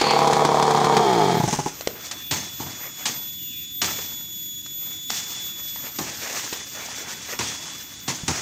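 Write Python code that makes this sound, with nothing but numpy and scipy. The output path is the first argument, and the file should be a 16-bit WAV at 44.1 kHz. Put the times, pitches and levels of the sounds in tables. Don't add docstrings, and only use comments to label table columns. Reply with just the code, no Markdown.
import sys
import numpy as np
from scipy import signal
from scipy.fft import rfft, irfft, next_fast_len
from scipy.io import wavfile
from scipy.ndimage import uniform_filter1d, map_coordinates

SR = 44100
rng = np.random.default_rng(int(sys.argv[2]) if len(sys.argv) > 2 else 0)


def digitize_waveform(pressure):
    field = np.atleast_2d(pressure).T
    bounded = np.clip(field, -1, 1)
    quanta = np.round(bounded * 32767).astype(np.int16)
    wavfile.write(sys.argv[1], SR, quanta)


N = 370919
TIME = np.arange(N) / SR


# time in seconds, speed in turns per second.
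CRANK_SPEED = [(0, 73.4), (.62, 73.7), (1.009, 72.7)]
# time in seconds, rasp level in dB.
HARD_FIRINGS = [(.0125, -12.5), (.1075, -22), (.273, -13), (.331, -13), (.369, -51), (.450, -12),
                (.490, -46), (.626, -19.5), (.707, -19), (.749, -26), (.817, -49), (.844, -19),
                (.967, -10.5)]
# time in seconds, level in dB.
PUMP_LEVEL = [(.3, -12), (.9, -8), (1.06, -1.5), (1.22, 1.5), (1.37, -2.5)]
# place as a share of the turn, level in dB at full speed.
PORT_PUFFS = [(0, -1.5), (0.371, -1), (0.682, -11)]
# frequency in Hz, level in dB.
CASING_TONES = [(1880, -3), (2250, 0), (3260, 2.5), (3450, -3.5), (4300, -2), (4960, -6.5), (6680, -6.5)]
# time in seconds, level in dB.
CASING_LEVEL = [(.9, -37.5), (1.08, -33.5), (1.4, -33.5)]
# start in seconds, crack level in dB, thud level in dB,
# rustle level in dB, rustle die-away in seconds.
CHOPS = [(2.310, -17, -24, -26.5, 0.89), (2.596, -49, -28, -38, 0.97), (2.661, -50, -32.5, -49, 0.73),
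         (3.055, -16, -44, -24.5, 0.55), (3.816, -14, -27, -24, 1), (5.097, -28, -47, -30.5, 0.89),
         (5.985, -24, -24, -34, 0.97), (7.389, -19.5, -25, -27, 1), (8.078, -22.5, -26, -23, 0.45),
         (8.279, -16, -22, -26, 0.94)]
# start in seconds, tick level in dB,
# tick die-away in seconds, knock level in dB, knock frequency in Hz.
CLICKS = [(1.809, -25, 0.028, -12.5, 626), (1.873, -14, 0.018, 0, 490), (2.112, -26, 0.1, -51, 500),
          (3.844, -16, 0.021, -34, 850), (4.662, -35, 0.043, -20.5, 1200), (5.103, -10.5, 0.013, -9.5, 790),
          (6.16, -38, .03, -17, 2170), (5.76, -33, .04, -14, 990), (6.527, -27, 0.097, -14.5, 373),
          (8.235, -53, 0.022, -17, 156)]
# time of the height in seconds, swell and fade length in seconds,
# leaf hiss level in dB, twig crackle level in dB.
STIRS = [(1.93, 0.2, -44.5, -44.5), (2.07, 0.025, -35, -93), (2.78, 0.16, -44, -46),
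         (3.01, 0.036, -41, -45), (4.88, 0.069, -43.5, -47.5), (5.17, 0.036, -28.5, -63),
         (5.36, 0.14, -37, -48), (5.7, 0.043, -36, -54), (6.32, 0.31, -34, -38.5), (6.39, 0.03, -28, -36),
         (6.95, 0.17, -36.5, -40.5), (7.25, 0.14, -39, -41.5), (7.63, 0.29, -38.5, -45),
         (8.38, 0.058, -35, -34.5)]
# time in seconds,
# fundamental level in dB, octave level in dB, top partial level in dB.
CICADA_LEVELS = [(0, -52, -58, -59), (1.0, -48, -56, -55), (1.8, -56, -56, -45), (2.27, -39, -57, -40),
                 (2.9, -45, -45, -39), (3.25, -38, -46, -37), (4.4, -39, -39.5, -35.5),
                 (5.7, -36.5, -42.5, -36.5), (6.0, -50, -49, -39), (6.6, -44, -48, -43),
                 (7.25, -47, -56, -46.5), (7.5, -42, -56, -49), (8.4, -48, -49, -47)]
# time into the sweep in seconds, pitch in Hz.
CICADA_SWEEP = [(0, 3418), (.5, 3453), (.6, 3452), (1.0, 3426), (1.47, 3402), (1.488, 3418)]
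# multiple of the pitch,
# distance from it in buzz steps, level in dB against that partial.
SIDE_TONES = [(1, 1, -15), (2, -1, -20), (2, -2, -20), (4, -1, -15), (4, 1, -18)]
# multiple of the pitch, scattered over direct sound in dB.
LEAF_SCATTER = [(1, -17), (2, -12), (4, -6)]
# start in seconds, length in seconds, first pitch in Hz,
# last pitch in Hz, level in dB, speed of the random blur in Hz.
BIRD_CALLS = [(2.18, 0.14, 2750, 2400, -51, 450), (3.337, 0.3, 3100, 2350, -49, 450)]

# frequency in Hz, density in dB per Hz (only the shape counts).
FIRING_SPECTRUM = [(60, -67), (100, -26.5), (165, -12.5), (250, -10.5), (292, -7.5), (345, -18), (465, 2),
                   (540, -13), (800, 1.5), (900, -3.5), (1050, -3.5), (1700, -28), (9000, -65)]
PUMPING_SPECTRUM = [(45, -57), (175, -7), (420, 0.5), (590, -11.5), (735, 6), (810, -7.5), (880, 0.5),
                    (1100, -8), (1750, -23.5), (9000, -56)]
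SHOVE_SPECTRUM = [(55, -48), (105, -8), (170, 5), (1500, -58)]
CHUFF_SPECTRUM = [(45, -54.5), (130, -5), (400, -2.5), (550, -16), (860, -0.5), (1300, -23.5),
                  (12000, -46.5)]
METAL_SPECTRUM = [(300, 0), (1300, 5), (2250, 3.5), (2800, -5), (3400, 3.5), (6800, -1), (13000, -23.5)]
CHAIN_SPECTRUM = [(1300, -22), (2200, 3), (3900, -8), (4400, 7), (5000, -6), (6000, -35.5)]
JINGLE_SPECTRUM = [(1000, -5.5), (4500, -8.5), (6300, 1), (13000, -30.5)]
CRACK_SPECTRUM = [(400, -10.5), (900, 1.5), (6700, 6.5), (8500, -3), (15000, -30)]
THUD_SPECTRUM = [(35, -51), (80, -0.5), (150, 1.5), (330, -3.5), (520, -16), (900, -4.5), (4000, -49.5)]
LEAF_SPECTRUM = [(500, -49.5), (1800, -4.5), (4500, -1), (6600, 5), (10000, -17), (15000, -23.5)]
TWIG_SPECTRUM = [(100, -35), (230, -1), (2200, 0.5), (7000, -24)]
RUMBLE_SPECTRUM = [(25, -65), (50, -6), (120, 1.5), (330, -2.5), (480, -25), (4000, -23.5)]
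# frequency in Hz, die-away in seconds.
YARD_DECAY = [(150, 0.49), (8000, 0.068)]

CUT_S, BRAKE_HZ_PER_S = 1.009, 97.4
HUNT_TURNS, JITTER_TURNS = .028, .011
FIRING_DB, PUMPING_DB, SHOVE_DB, SPIT_DB = -19, -22.5, -33.5, -32.5
FIRING_ROUGH = .45
SHOVE_POWER = 2.1
COOLING_PER_S = 0.028
WALL_S, WALL_DRIFT_S_PER_S = 0.00615, 0.00049
CLATTER_DB, CLATTER_POWER = -30.5, 0.23
CHAIN_DB, CHAIN_STOP_S, CHAIN_FADE_S = -26, 0.27, 0.16
CHUFF_S, CHUFF_GAP_S, CHUFF_SLOWING = 1.399, .035, 1.198
PUFF_DB, PUFF_LOSS_DB = -10, 0.75
JINGLE_DB, JINGLE_RISE_DB, JINGLE_FALL_DB = -20.5, 4.5, 3
LEAF_FLOOR_DB, FITS_DB, TAIL_FITS_DB = -47.5, 1.5, 1.1
PATCHY_DB, TWIG_PATCHY_DB = 1.5, 2.4
SWEEP_START_S, FADING_HZ, OFF_AXIS_SHARE = .155, 13, .45
GROVE_T60_S, TOP_HZ = .7, 15700


def engine():
    speed, turns, turn, ignition, angle, strokes = crank()
    fires, lit = firing_pattern(turns, turn, ignition)
    clock = np.cumsum(1 - COOLING_PER_S * np.minimum(TIME, CUT_S)) / SR
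    slowness = speed[0] / np.interp(strokes, TIME, speed)
    bark = combustion(strokes, fires, clock)
    pump = pumping(angle, turns, strokes, ignition, slowness, clock)
    shove = colour(impulses(strokes, ~ignition * slowness ** SHOVE_POWER), SHOVE_SPECTRUM)
    exhaust = amp(FIRING_DB) * unit(bark) + amp(PUMPING_DB) * unit(pump) + amp(SHOVE_DB) * unit(shove)
    running_share = strokes[-1] * SR / N
    gas_and_casing = np.sqrt(running_share) * (exhaust + casing(turn, turns))
    return gas_and_casing + clatter(speed, turns, strokes[lit & ignition])


def crank():
    braking = BRAKE_HZ_PER_S * np.maximum(TIME - CUT_S, 0)
    speed = np.maximum(curves(CRANK_SPEED)[0] - braking, 0)
    turns = np.cumsum(speed) / SR + .05
    last_turn = int(np.interp(CHUFF_S - CHUFF_GAP_S / 2, TIME, turns))
    turn = np.arange(1, last_turn + 1)
    ignition = np.interp(turn, turns, TIME) < CUT_S + .5 / speed[0]
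    hunting = HUNT_TURNS * wobble(11)[(turn * SR / speed[0]).astype(int)]
    jitter = JITTER_TURNS * rng.standard_normal(len(turn))
    angle = turn + ignition * (hunting + jitter)
    strokes = np.interp(angle, turns, TIME)
    return speed, turns, turn, ignition, angle, strokes


def firing_pattern(turns, turn, ignition):
    hard_turn = np.round(np.interp([s for s, _ in HARD_FIRINGS], TIME, turns))
    latest = np.maximum(np.searchsorted(hard_turn, turn, "right") - 1, 0)
    since = turn - hard_turn[latest]
    lit = (since % 2 == 0) & ~np.isin(turn + 1, hard_turn)
    weak = .26 * amp(2.5 * rng.standard_normal(len(turn)))
    fires = ignition * np.where(lit, 1, weak) * amp(rng.standard_normal(len(turn)))
    return fires, lit


def combustion(strokes, fires, clock):
    spikes = puffs(np.interp(strokes, TIME, clock), fires, rough=FIRING_ROUGH)
    bark = np.interp(clock, TIME, colour(spikes, FIRING_SPECTRUM))
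    bark = baffle(bark, hz=950, q=1.65)
    bark = wall(bark, delay=WALL_S + WALL_DRIFT_S_PER_S * TIME, echo_db=-6)
    return yard(bark, wet_db=-9)


def pumping(angle, turns, strokes, ignition, slowness, clock):
    gas = amp(np.interp(strokes, *np.transpose(PUMP_LEVEL)))
    ports = np.zeros(N)
    for share, db in PORT_PUFFS:
        scatter = amp(np.where(ignition, 2, .6) * rng.standard_normal(len(angle)))
        times = np.interp(angle + share, turns, clock)
        ports += impulses(times, gas * amp(db * slowness) * scatter)
    ringing = colour(chamber(ports, hz=423, feedback=0.44), PUMPING_SPECTRUM)
    pump = np.interp(clock, TIME, ringing)
    return yard(baffle(pump, hz=600, q=.9), wet_db=-14)


def puffs(times, sizes, rough):
    spikes = impulses(times, sizes)
    decay = np.exp(-1 / (0.006 * SR))
    wake = signal.lfilter([1], [1, -decay], spikes) * rng.standard_normal(N)
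    return spikes + rough * wake * np.linalg.norm(spikes) / np.linalg.norm(wake)


def chamber(x, hz, feedback):
    loop = np.zeros(round(SR / hz))
    loop[0], loop[-1] = 1, -feedback
    return signal.lfilter([1], loop, x)


def baffle(x, hz, q):
    return x - 2 * signal.lfilter(*signal.iirpeak(hz, q, SR), x)


def casing(turn, turns):
    tones = sum(amp(db) * np.sin(2 * np.pi * hz * TIME) for hz, db in CASING_TONES)
    ring = burst(0, .0001, 0.029) * tones
    knocks = np.zeros(N)
    for share in (0, .21, .47, .76):
        sizes = amp(rng.standard_normal(len(turn)))
        knocks += impulses(np.interp(turn + share, turns, TIME), sizes)
    return amp(curves(CASING_LEVEL)[0]) * unit(signal.oaconvolve(knocks, ring[:SR])[:N])


def clatter(speed, turns, firing_times):
    slap = unit(1 + np.exp(-(turns % 1) / 1.5))
    fade = np.clip((CHUFF_S - TIME) * 10 + 1, 0, 1)
    rattle = amp(CLATTER_DB) * (speed / speed[0]) ** CLATTER_POWER * slap * fade
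    spit = amp(SPIT_DB) * sum(burst(s, 0.0004, 0.02) for s in firing_times)
    rasp = sum(amp(db) * burst(s, 0.00052, 0.034) for s, db in HARD_FIRINGS)
    grains = crackle(rate=1700, share=0.33, clump_db=1.3)
    metal = colour((rattle + spit + 0.66 * rasp) * grains, METAL_SPECTRUM)
    return metal + colour(1.13 * rasp * rng.standard_normal(N), CHUFF_SPECTRUM)


def chain():
    running = np.clip((CHAIN_STOP_S - TIME) / CHAIN_FADE_S, 0, 1)
    singing = colour(crackle(rate=1400, share=0.71, clump_db=1.5), CHAIN_SPECTRUM)
    return amp(CHAIN_DB) * running * singing


def last_strokes(thump_hz=170, count=6):
    stroke = np.arange(count)
    times = CHUFF_S + CHUFF_GAP_S * (CHUFF_SLOWING ** stroke - 1) / (CHUFF_SLOWING - 1)
    puff_db = PUFF_DB - PUFF_LOSS_DB * stroke
    thump_db = puff_db + 2.5 - stroke
    jingle_db = JINGLE_DB - np.maximum(JINGLE_RISE_DB * (2 - stroke), JINGLE_FALL_DB * (stroke - 2))
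    push = sum(amp(db) * burst(s, 0.0066, 0.045) for s, db in zip(times, puff_db))
    thump = sum(amp(db) * burst(s, 0.0048, 0.046) * np.sin(2 * np.pi * thump_hz * (TIME - s))
                for s, db in zip(times, thump_db))
    jerk = sum(amp(db) * burst(s, 0.00099, 0.36) for s, db in zip(times, jingle_db))
    gas = colour(1.74 * push * rng.standard_normal(N), CHUFF_SPECTRUM)
    jingle = colour(0.5 * jerk * crackle(rate=1600, share=0.31, clump_db=1.5), JINGLE_SPECTRUM)
    return wall(gas + 1.6 * thump, delay=0.0083, echo_db=-8.5) + jingle


def chops():
    crack = sum(amp(db) * burst(s, 0.002, 0.066) for s, db, _, _, _ in CHOPS)
    thud = sum(amp(db) * burst(s + 0.00032, 0.0027, 0.2) for s, _, db, _, _ in CHOPS)
    shake = sum(amp(db) * burst(s, 0.008, t60) for s, _, _, db, t60 in CHOPS)
    stems = colour(1.27 * crack * crackle(rate=590, share=0.15, clump_db=-0.5), CRACK_SPECTRUM)
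    ground = colour(1.14 * thud * rng.standard_normal(N), THUD_SPECTRUM)
    leaves = colour(shake * crackle(rate=1400, share=0.12, clump_db=1.2), LEAF_SPECTRUM)
    twigs = colour(amp(-8) * shake * crackle(rate=370, share=0.13, clump_db=3.5), TWIG_SPECTRUM)
    rustle = amp(TAIL_FITS_DB * wobble(35)) * patchy(leaves + twigs, PATCHY_DB)
    low_shake = colour(amp(-12) * shake * rng.standard_normal(N), THUD_SPECTRUM)
    return stems + ground + rustle + low_shake


def clicks(cycles=4.2):
    ticks = sum(amp(db) * burst(s, 0.00052, t60) for s, db, t60, _, _ in CLICKS)
    knocks = sum(amp(db) * burst(s, 0.00085, cycles / hz) * np.sin(2 * np.pi * hz * (TIME - s))
                 for s, _, _, db, hz in CLICKS)
    return colour(ticks * crackle(rate=1300, share=0.3, clump_db=1.5), CRACK_SPECTRUM) + knocks


def undergrowth():
    hiss_power, snap_power = amp(LEAF_FLOOR_DB) ** 2, 0
    for s, length, hiss_db, snap_db in STIRS:
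        swell = np.exp(-np.abs((TIME - s) / length) ** 1.64)
        hiss_power = hiss_power + amp(hiss_db) ** 2 * swell
        snap_power = snap_power + amp(snap_db) ** 2 * swell
    fits = FITS_DB * wobble(22)
    hiss = colour(crackle(rate=650, share=0.2, clump_db=1.14), LEAF_SPECTRUM)
    snaps = colour(crackle(rate=300, share=0.27, clump_db=1.5), TWIG_SPECTRUM)
    leaves = np.sqrt(hiss_power) * amp(fits) * hiss
    twigs = np.sqrt(snap_power) * amp(fits + 2.1 * wobble(15)) * snaps
    return patchy(leaves, PATCHY_DB) + patchy(twigs, TWIG_PATCHY_DB)


def cicada():
    into = (TIME - SWEEP_START_S) % CICADA_SWEEP[-1][0]
    pitch = np.interp(into, *np.transpose(CICADA_SWEEP)) * (1 + .0003 * wobble(80))
    phase = 2 * np.pi * np.cumsum(pitch) / SR
    buzz = phase * 323 / 3451
    levels = curves(CICADA_LEVELS)
    lost_db = levels[-1].max() - levels[-1]
    song = np.zeros(N)
    for (multiple, scatter_db), level_db in zip(LEAF_SCATTER, levels):
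        scatter = amp(scatter_db + OFF_AXIS_SHARE * lost_db)
        fading = wobble(FADING_HZ) + 1j * wobble(FADING_HZ)
        paths = (1 + scatter * fading) / np.sqrt(1 + 2 * scatter ** 2)
        sides = sum(amp(db) * np.exp(1j * step * buzz) for k, step, db in SIDE_TONES if k == multiple)
        partial = np.imag(paths * (1 + sides) * np.exp(1j * multiple * phase))
        song += np.sqrt(2) * amp(level_db + wobble(110) + wobble(2000) / 2) * partial
    return song * (1 - np.exp(-(into / 0.01) ** 2))


def bird():
    song = np.zeros(N)
    for s, length, from_hz, to_hz, db, blur_hz in BIRD_CALLS:
        progress = np.clip((TIME - s) / length, 0, 1)
        pitch = from_hz + (to_hz - from_hz) * progress
        blur = wobble(blur_hz) * amp(3.5 * wobble(30))
        whistle = np.sin(2 * np.pi * np.cumsum(pitch) / SR)
        song += amp(db) * blur * np.sin(np.pi * progress) * whistle
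    tail = burst(0, .01, GROVE_T60_S)[:SR] * rng.standard_normal(SR)
    return song + 1.6 * signal.oaconvolve(song, tail / np.linalg.norm(tail))[:N]


def air(level_db=-49):
    return amp(level_db + 0.3 * wobble(4.5)) * colour(rng.standard_normal(N), RUMBLE_SPECTRUM)


def wall(x, delay, echo_db):
    return x + amp(echo_db) * np.interp(TIME - delay, TIME, x, left=0)


def yard(x, wet_db):
    hz, t, z = signal.stft(rng.standard_normal(SR // 2), SR, nperseg=256)
    decay = np.exp(-np.log(1000) * t / along(YARD_DECAY, hz)[:, None])
    tail = signal.istft(z * decay, SR, nperseg=256)[1]
    late = np.pad(x, (SR // 100, 0))
    return x + amp(wet_db) * signal.oaconvolve(late, tail / np.linalg.norm(tail))[:N]


def patchy(x, depth_db):
    z = signal.stft(x, nperseg=1024)[2]
    field = uniform_filter1d(rng.standard_normal(z.shape), size=7, axis=0)
    field = uniform_filter1d(field, size=3, axis=1)
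    gain = amp(depth_db * unit(field))
    return signal.istft(z * unit(gain), nperseg=1024)[1][:N]


def crackle(rate, share, clump_db):
    snaps = unit((rng.random(N) < rate / SR) * rng.standard_normal(N))
    mix = np.sqrt(share) * snaps + np.sqrt(1 - share) * rng.standard_normal(N)
    return unit(mix * amp(clump_db * wobble(90)))


def burst(start, rise, t60):
    envelope = np.zeros(N)
    first = max(int(start * SR), 0)
    t = TIME[:min(int(2 * t60 * SR), N - first)]
    envelope[first:first + len(t)] = (1 - np.exp(-t / rise)) * np.exp(-np.log(1000) * t / t60)
    return envelope


def impulses(times, sizes):
    return np.bincount(np.clip(np.round(times * SR).astype(int), 0, N - 1), sizes, N)


def colour(x, spectrum, size=8192):
    cepstrum = irfft(np.log(amp(along(spectrum, np.fft.rfftfreq(size, 1 / SR)))))
    cepstrum[1:size // 2] *= 2
    cepstrum[size // 2 + 1:] = 0
    ring = irfft(np.exp(rfft(cepstrum)))
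    return signal.oaconvolve(x, ring / np.linalg.norm(ring))[:N]


def wobble(rate):
    return map_coordinates(rng.standard_normal(int(N * rate / SR) + 4), [TIME * rate])


def curves(rows):
    s, *columns = np.transpose(rows)
    return [np.interp(TIME, s, column) for column in columns]


def along(points, hz):
    f, v = np.transpose(points)
    return np.interp(np.log(hz + 1), np.log(f + 1), v)


def unit(x):
    return x / np.sqrt(np.mean(x ** 2) + 1e-20)


def amp(db):
    return 10 ** (np.asarray(db) / 20)


def scene():
    saw = engine() + chain() + yard(last_strokes(), wet_db=-19)
    work = yard(chops() + clicks(), wet_db=-16.5)
    mono = saw + work + undergrowth() + cicada() + bird() + air()
    return np.array([mono, mono])


def record(dry):
    soft = dry / (1 + np.abs(dry / .6) ** 6) ** (1 / 6)
    size = next_fast_len(N + SR // 2)
    hz = np.fft.rfftfreq(size, 1 / SR)
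    band = (hz < TOP_HZ) * (1 - np.exp(-(hz / 28) ** 2))
    return irfft(rfft(soft, size) * band, size)[:, :N]


dry = scene()
out = record(dry)
digitize_waveform(out)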